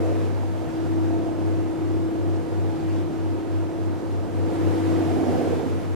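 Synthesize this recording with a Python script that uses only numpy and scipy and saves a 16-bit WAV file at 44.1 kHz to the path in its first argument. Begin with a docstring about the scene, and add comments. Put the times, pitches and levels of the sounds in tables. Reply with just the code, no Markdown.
"""Two diesel engines drone on the deck of a river tour boat, while a swell of roar and hiss is already sinking.
One engine drops behind the other, mostly further and further, so their hum throbs faster.
Each engine is a stack of sine waves locked to its turning; a hull panel booms on one of them.
Filtered noise makes the rough engine room and the hiss of bow wash and wind, which surge together.
Hollow resonances of hull and cabin rise and fade: noise and engine tones passed through narrow filters."""
import sys
import numpy as np
from scipy import signal
from scipy.fft import rfft, irfft, next_fast_len
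from scipy.io import wavfile
from scipy.ndimage import uniform_filter1d, map_coordinates

SR = 44100
rng = np.random.default_rng(int(sys.argv[2]) if len(sys.argv) > 2 else 0)


def dump(signal):
    """Clip the signal to [-1, 1] and save it as 16-bit WAV at the path in sys.argv[1]."""
    limited = np.clip(np.atleast_2d(signal).T, -1, 1)
    pcm = np.round(limited * 32767).astype(np.int16)
    wavfile.write(sys.argv[1], SR, pcm)


N = 262395  # length in samples

CYCLE_HZ = 16.245  # full working cycles per second; one cycle is two turns of the crankshaft
FIRING_ORDER, PANEL_ORDER = 6, 20  # multiples of the cycle rate: six firings, and the booming tone
TOP_HZ = 15550  # nothing is kept above this pitch
EDGE_S = .004  # fade at either end

# In all tables, left_right_db is how much louder the left side is than the right.
# Noise colours give only the shape of a spectrum; the loudness is set where they are used.

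# Colour of the bow wash and wind: pitch_hz, level_db (per Hz)
WASH_COLOUR = [(200, -7), (600, -17.5), (1200, 3.5), (1700, 1), (2500, -3.5), (4000, -9), (6300, -12.5),
               (7500, -14), (11000, -19), (13500, -24), (15500, -23.5)]
# Colour of the spray: pitch_hz, level_db (per Hz)
SPRAY_COLOUR = [(500, -14), (1000, 3), (2400, 1), (5500, -7), (8500, -17), (14000, -28)]
# Small waves at the bow: peak_s, rise_s, fall_s, spray_level_db
BOW_WAVES = [(0.79, 0.06, 0.04, -52), (2.355, .012, 0.022, -52), (2.98, 0.22, 0.06, -49.5)]
# Steady hums of other machinery on board: pitch_hz, level_db, left_right_db
MACHINE_HUMS = [(52.5, -51, 0.5), (158, -51.5, 3), (1265, -58, -13)]
# Colour of the deck's rumble: pitch_hz, level_db (per Hz)
RUMBLE_COLOUR = [(10, -19), (25, -16), (45, -7.5), (65, -3.5), (90, -6), (110, -6), (132, -7), (155, 1),
                 (175, -3), (205, -2.5), (260, -12), (400, -40), (800, -90)]
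# Colour of the engine room's roar: pitch_hz, level_db (per Hz)
ROAR_COLOUR = [(120, -14.5), (210, -11.5), (260, -3), (310, -0.5), (370, -6.5), (420, -5), (500, -4),
               (610, -9), (700, -6), (810, -10.5), (910, -10), (1100, -18), (1600, -27.5), (3000, -55),
               (8000, -81)]
# Resonances of hull and cabin: peak_s, rise_s, fall_s, centre_hz, width_hz, level_db, left_right_db
RESONANCES = [(.03, .2, .15, 260, 55, -33, -4), (.02, .3, .26, 470, 140, -30.5, -7),
              (.05, .3, .18, 670, 110, -38.5, -6), (1.18, .06, .15, 680, 45, -37, -7),
              (2.45, .35, .4, 480, 120, -39.5, -5), (2.8, .25, .2, 900, 160, -47, -2),
              (2.9, .3, .25, 158, 26, -42, 3), (4.55, .25, .35, 270, 80, -35.5, -4),
              (4.65, .3, .35, 490, 110, -36, -7), (5.1, .3, .8, 160, 36, -40, 0),
              (5.15, .16, .42, 368, 45, -32, -3), (5.3, .27, .27, 710, 190, -32.8, -7),
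              (5.33, .5, .5, 260, 55, -29, -8), (5.48, .3, .28, 470, 130, -30, -8)]
# Colour of combustion noise ringing the hull panel: pitch_hz, level_db (per Hz)
PANEL_COLOUR = [(230, -50), (275, -10), (320, -7), (345, -1), (362, 0), (385, -6), (420, -16), (520, -90)]
# Loudness of the hull panel's boom: time_s, level_db
BOOM_LEVEL = [(0, -29), (0.2, -30.5), (0.35, -38), (0.58, -34), (0.8, -28), (1.08, -24.5), (1.33, -28),
              (2.2, -27), (2.58, -33), (2.85, -28.5), (4.0, -32), (4.25, -37), (4.65, -26), (4.95, -23.3),
              (5.25, -28), (5.5, -30), (5.72, -34.5), (5.95, -34.5)]
# Swing of the boom's phase as the crankshaft speeds up and slows within each turn: time_s, swing_radians
CRANK_SWING = [(0, .4), (.45, .2), (1.0, .42), (1.7, .68), (2.3, .55), (2.6, .48), (3.0, .62), (4.0, .68),
               (4.3, .95), (4.75, .42), (5.3, .7)]
# Firing note of the first engine's exhaust: time_s, level_db, left_right_db
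EXHAUST_NOTE = [(0, -28.2, 4), (.6, -28.6, 3), (1, -26.6, 3), (2, -28.6, 3), (2.5, -26.6, 2.5),
                (3.5, -29.3, 1), (4.15, -30, 1), (4.4, -26.3, 6), (4.55, -29.5, 6), (4.7, -25, 8),
                (4.88, -25.3, 14), (5.3, -32, 12), (5.55, -32, 5), (5.75, -28, 3), (5.95, -29.5, 3)]
# Tones of the first engine: order (multiple of the cycle rate), level_db (before swelling), left_right_db
ENGINE_TONES = [(2, -54.5, 2), (4, -52, 0), (5, -54, 6), (7, -45, -3), (10, -55, 6), (11, -56, 10),
                (12, -55, -5), (14, -47, -2), (16, -43, 1), (17, -52, -2), (19, -52, 1), (24, -51, 1),
                (26, -52.5, -10), (27, -52.5, -6), (30, -53, -8), (31, -55, -6), (32, -55, 2),
                (34, -55, -3), (38, -55, -3), (42, -52.5, -8), (44, -56.5, -12), (55, -63, -4)]
# How far an engine tone follows the roar: pitch_hz, follow (dB per dB of roar)
TONE_FOLLOW = [(100, 0.5), (190, .6), (245, .9), (300, 0.5), (470, 1.3), (700, .8)]
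# How far the second engine's firing rate lags as it slows unevenly: time_s, lag_hz
FIRING_LAG = [(.14, 0), (.5, 1.2), (1.0, 1.7), (1.95, 2.6), (2.55, 3.25), (2.95, 2.9), (3.3, 3.3),
              (4.0, 3.5), (4.4, 3.85), (4.8, 4.4), (5.95, 5.3)]
# Surges of roar and wash: start_s, end_s, roar_gain_db, wash_gain_db
SURGES = [(-2.0, -.32, 3.2, 4.0), (.45, .6, .3, 1.2), (.8, 1.1, 1.2, .3), (4.1, 5.34, 5, 6.9)]
# Stereo balance of the noise: pitch_hz, left_right_db
NOISE_BALANCE = [(35, 0), (100, 3.5), (220, -2), (330, -3), (480, -5), (700, -4.5), (1200, -2.5),
                 (2400, -1), (7000, -1), (14000, 0.5)]
# How far the left side leads the right: pitch_hz, lead_radians
LEFT_LEAD = [(30, 2.9), (80, 2.75), (100, 2.66), (160, 1.1), (230, 1.7), (325, 1.25), (430, .6), (700, .6),
             (1000, 0)]
# How alike the noise is on both sides: pitch_hz, alike (0 to 1, share of power in common)
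NOISE_ALIKE = [(50, 0.81), (130, 0.53), (300, 0.83), (640, 0.19), (1400, 0.28), (3100, 0.4), (7000, 0.12),
               (15000, .05)]

# Starting levels, without the surges, and how fast they ease off
ROAR_DB, ROAR_EASE_DB_PER_S = -35, .23
WASH_DB, WASH_EASE_DB_PER_S = -47.5, .25
# In a surge the wash takes longer than the roar to reach its full gain, and longer to sink back
ROAR_RISE_S, ROAR_FALL_S = .65, .72
WASH_RISE_S, WASH_FALL_S = .8, .96
PANEL_NOISE_DB = -12.5  # compared with the boom
TWIN_EXHAUST_DB, TWIN_EXHAUST_LEFT_DB = -31.2, 2  # the second exhaust holds its level
TWIN_LEFT_DB = -9  # left-right dB: the second engine's overtones come from the right
UNEVEN_DB = .9  # the exhaust note wavers from cycle to cycle


def amp(db):
    """Turn decibels into gain."""
    return 10 ** (np.asarray(db) / 20)


def unit(x):
    """Scale to an average (rms) strength of 1."""
    return x / np.sqrt(np.mean(np.abs(x) ** 2) + 1e-20)


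def along(points, hz):
    """Read a table of pitch and value at any pitch, on a log pitch axis."""
    f, value = np.transpose(points)
    return np.interp(np.log(hz + 1), np.log(f + 1), value)


def curves(rows):
    """Turn each column after the time into one value per sample."""
    s, *columns = np.transpose(rows)
    return [np.interp(np.arange(N) / SR, s, column) for column in columns]


def wobble(rate):
    """Draw a smooth random curve with the given number of random points a second."""
    coarse = np.arange(0, N + 64, 64)
    knots = rng.standard_normal(512)
    smooth = map_coordinates(knots, [coarse * rate / SR], mode="wrap")
    return np.interp(np.arange(N), coarse, smooth)


def bump(peak, rise_s, fall_s):
    """Make a bell curve that rises to 1 at its peak time and dies away."""
    t = np.arange(N) / SR
    return np.exp(-((t - peak) / np.where(t < peak, rise_s, fall_s)) ** 2)


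def filtered(x, response):
    """Filter a sound by multiplying its spectrum with a response."""
    m = next_fast_len(N + SR // 2)
    spectrum = rfft(x, m) * response(np.fft.rfftfreq(m, 1 / SR))
    return irfft(spectrum, m)[..., :N]


def ports(hz, left_right_db):
    """Place a sound in stereo by a level difference and a phase lead, keeping its mean power."""
    sides = np.array([[.5], [-.5]])
    gain = amp(sides * left_right_db)
    level = gain / np.sqrt(np.mean(gain ** 2, axis=0))
    return level * np.exp(1j * sides * along(LEFT_LEAD, hz))


def rush(spectrum, patchy_db):
    """Make coloured stereo noise of rms 1, in patches of random gain and partly alike on both sides."""
    z = signal.stft(rng.standard_normal((3, N)), nperseg=512)[2]
    field = uniform_filter1d(rng.standard_normal(z.shape[1:]), size=6, axis=0)
    field = uniform_filter1d(field, size=14, axis=1)
    noise = signal.istft(z * amp(patchy_db * unit(field)), nperseg=512)[1][:, :N]

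    def share(hz):
        return np.clip(along(NOISE_ALIKE, hz), 0, 1)

    def colour(hz):
        return amp(along(spectrum, hz)) * ports(hz, along(NOISE_BALANCE, hz))

    common = filtered(noise[2], lambda hz: colour(hz) * np.sqrt(share(hz)))
    separate = filtered(noise[:2], lambda hz: colour(hz) * np.sqrt(1 - share(hz)))
    return unit(common + separate)


def surge(t, start, end, rise_s, fall_s):
    """Swell smoothly from 0 towards 1 after the start, and sink back after the end."""
    def ramp(u):
        return np.sin(np.pi / 2 * np.clip(u, 0, 1)) ** 2

    return ramp((t - start) / rise_s) * (1 - ramp((t - end) / fall_s))


def flow():
    """Set the levels of roar and wash in dB: a slow easing, lifted by each surge."""
    t = np.arange(N) / SR
    roar_db = ROAR_DB - ROAR_EASE_DB_PER_S * t
    wash_db = WASH_DB - WASH_EASE_DB_PER_S * t
    for start, end, roar_gain_db, wash_gain_db in SURGES:
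        roar_db = roar_db + roar_gain_db * surge(t, start, end, ROAR_RISE_S, ROAR_FALL_S)
        wash_db = wash_db + wash_gain_db * surge(t, start, end, WASH_RISE_S, WASH_FALL_S)
    return roar_db, wash_db


def crank(unsteady_hz):
    """Track the cycle angle of an engine whose governor hunts a little for its speed."""
    return 2 * np.pi * np.cumsum(CYCLE_HZ + unsteady_hz * wobble(9)) / SR


def pulsing(first, throb, chug):
    """Make the noise strength pulse with the cycle, the crankshaft and the firings."""
    slow = np.cos(first) + np.cos(2 * first)
    firings = np.cos(3 * first) + np.cos(6 * first)
    return 1 + throb * slow + chug * firings


def wash(wash_db):
    """Bow wash and wind are a fine, slightly patchy hiss; small waves breaking at the bow add spray."""
    hiss = amp(wash_db + 0.45 * wobble(20)) * rush(WASH_COLOUR, patchy_db=0.62)
    splashes = sum(amp(db) * bump(peak, rise, fall) for peak, rise, fall, db in BOW_WAVES)
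    return hiss + splashes * rush(SPRAY_COLOUR, patchy_db=3.0)


def machinery():
    """Other machines give faint, slightly wavering hums that do not keep step with the engines."""
    t = np.arange(N) / SR
    hums = np.zeros((2, N))
    for hz, db, left_right_db in MACHINE_HUMS:
        angle = 2 * np.pi * hz * t + 1.56 * wobble(3.86)
        hums += np.real(amp(db) * np.exp(1j * angle) * ports(hz, left_right_db))
    return hums


def engine_room(pulse, roar_db, load_db):
    """Rough combustion noise pulses with the engine, over a rumble of the deck."""
    roar = amp(roar_db) * unit(pulse * rush(ROAR_COLOUR, patchy_db=0.57))
    rumble = amp(-40.5 + 0.54 * load_db) * rush(RUMBLE_COLOUR, patchy_db=-1.0)
    return roar + rumble


def howls(first, pulse, tonal):
    """Each hollow resonance rings with combustion noise and with the engine tones that fall inside it."""
    length = next_fast_len(N)
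    hz = np.fft.rfftfreq(length, 1 / SR)[:N // 12]  # only the low part of the spectrum is needed
    share = np.clip(along(NOISE_ALIKE, hz), 0, 1)
    tonal = np.clip(tonal, 0, 1)  # share of power that is tone rather than noise
    orders = np.arange(8, 52)
    starts = rng.uniform(0, 2 * np.pi, size=(len(orders), 1))
    lines = np.exp(1j * (np.outer(orders, first[::8]) + starts))  # every 8th sample, to save work
    out = np.zeros((2, N))
    for peak, rise, fall, centre, width, db, left_right_db in RESONANCES:
        def ring(f):
            return ports(f, left_right_db) / (1 + (2 * (f - centre) / width) ** 4) ** .75

        draws = rng.standard_normal((3, len(hz))) + 1j * rng.standard_normal((3, len(hz)))
        mixed = np.sqrt(share) * draws[2] + np.sqrt(1 - share) * draws[:2]
        noise = irfft(mixed * ring(hz), length)[:, :N]
        coarse_tone = np.real(ring(orders * CYCLE_HZ) @ lines)
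        tone = signal.resample_poly(coarse_tone, 8, 1, axis=1, window=("kaiser", 10))[:, :N]
        ringing = np.sqrt(1 - tonal) * unit(pulse * noise) + np.sqrt(tonal) * unit(tone)
        out += amp(db) * bump(peak, rise, fall) * ringing
    return out


def hull(first, second, twin_db, left_right_db, twin_left_right_db, waver):
    """A panel booms on one engine order, swung by the crankshaft, with a faint twin and a noisy halo."""
    db, = curves(BOOM_LEVEL)
    swing, = curves(CRANK_SWING)
    hz = PANEL_ORDER * CYCLE_HZ
    # the crankshaft turns twice per cycle
    uneven = swing * (1 + waver * wobble(12)) * np.sin(2 * (first + waver * wobble(11)))
    boom = np.exp(1j * (PANEL_ORDER * first + uneven)) * ports(hz, left_right_db)
    twin = amp(twin_db) * np.exp(1j * PANEL_ORDER * second) * ports(hz, twin_left_right_db)
    halo = amp(PANEL_NOISE_DB) * rush(PANEL_COLOUR, patchy_db=-2.5)
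    return amp(db) * (unit(np.real(boom + twin)) + halo)


def exhausts(first, second):
    """Both six-cylinder exhausts sound their firing note and beat against each other."""
    db, left_right_db = curves(EXHAUST_NOTE)
    hz = FIRING_ORDER * CYCLE_HZ
    level = amp(db + UNEVEN_DB * wobble(CYCLE_HZ))
    note = level * np.exp(1j * FIRING_ORDER * first) * ports(hz, left_right_db)
    twin = np.exp(1j * FIRING_ORDER * second) * ports(hz, TWIN_EXHAUST_LEFT_DB)
    return np.sqrt(2) * np.real(note + amp(TWIN_EXHAUST_DB) * twin)


def drone(first, second, load_db, twin_db, flutter):
    """Unequal cylinders give tones at multiples of the cycle rate, weaker from the second engine."""
    out = np.zeros((2, N))
    for order, db, left_right_db in ENGINE_TONES:
        k = round(order)
        hz = k * CYCLE_HZ
        start = rng.uniform(0, 2 * np.pi, size=2)
        line = np.exp(1j * (k * first + start[0])) * ports(hz, left_right_db)
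        line += amp(twin_db) * np.exp(1j * (k * second + start[1])) * ports(hz, TWIN_LEFT_DB)
        line *= unit(1 + flutter * k * (wobble(7) + 1j * wobble(5.9)))  # high orders are less steady
        swell_db = along(TONE_FOLLOW, hz) * load_db
        out += np.sqrt(2) * amp(db + swell_db) * np.real(line)
    return out


def scene():
    """Add up the river, the boat's hull and the two engines."""
    lag_hz, = curves(FIRING_LAG)
    roar_db, wash_db = flow()
    load_db = roar_db - np.median(roar_db)
    first = crank(unsteady_hz=.015)
    second = first - 2 * np.pi * np.cumsum(lag_hz / FIRING_ORDER) / SR
    pulse = pulsing(first, throb=.1, chug=.09)
    background = wash(wash_db) + machinery()
    roar = engine_room(pulse, roar_db, load_db) + howls(first, pulse, tonal=0.44)
    hum = hull(first, second, twin_db=-16, left_right_db=2, twin_left_right_db=TWIN_LEFT_DB, waver=.2)
    hum += exhausts(first, second)
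    hum += drone(first, second, load_db, twin_db=-6, flutter=.013)
    return background + roar + hum


def record(dry):
    """Fade both ends briefly to avoid clicks, and cut everything above the top pitch."""
    t = np.arange(N) / SR
    edges = np.sin(np.pi / 2 * np.clip(np.minimum(t, t[-1] - t) / EDGE_S, 0, 1)) ** 2
    return filtered(dry * edges, lambda hz: hz < TOP_HZ)


dry = scene()
out = record(dry)
dump(out)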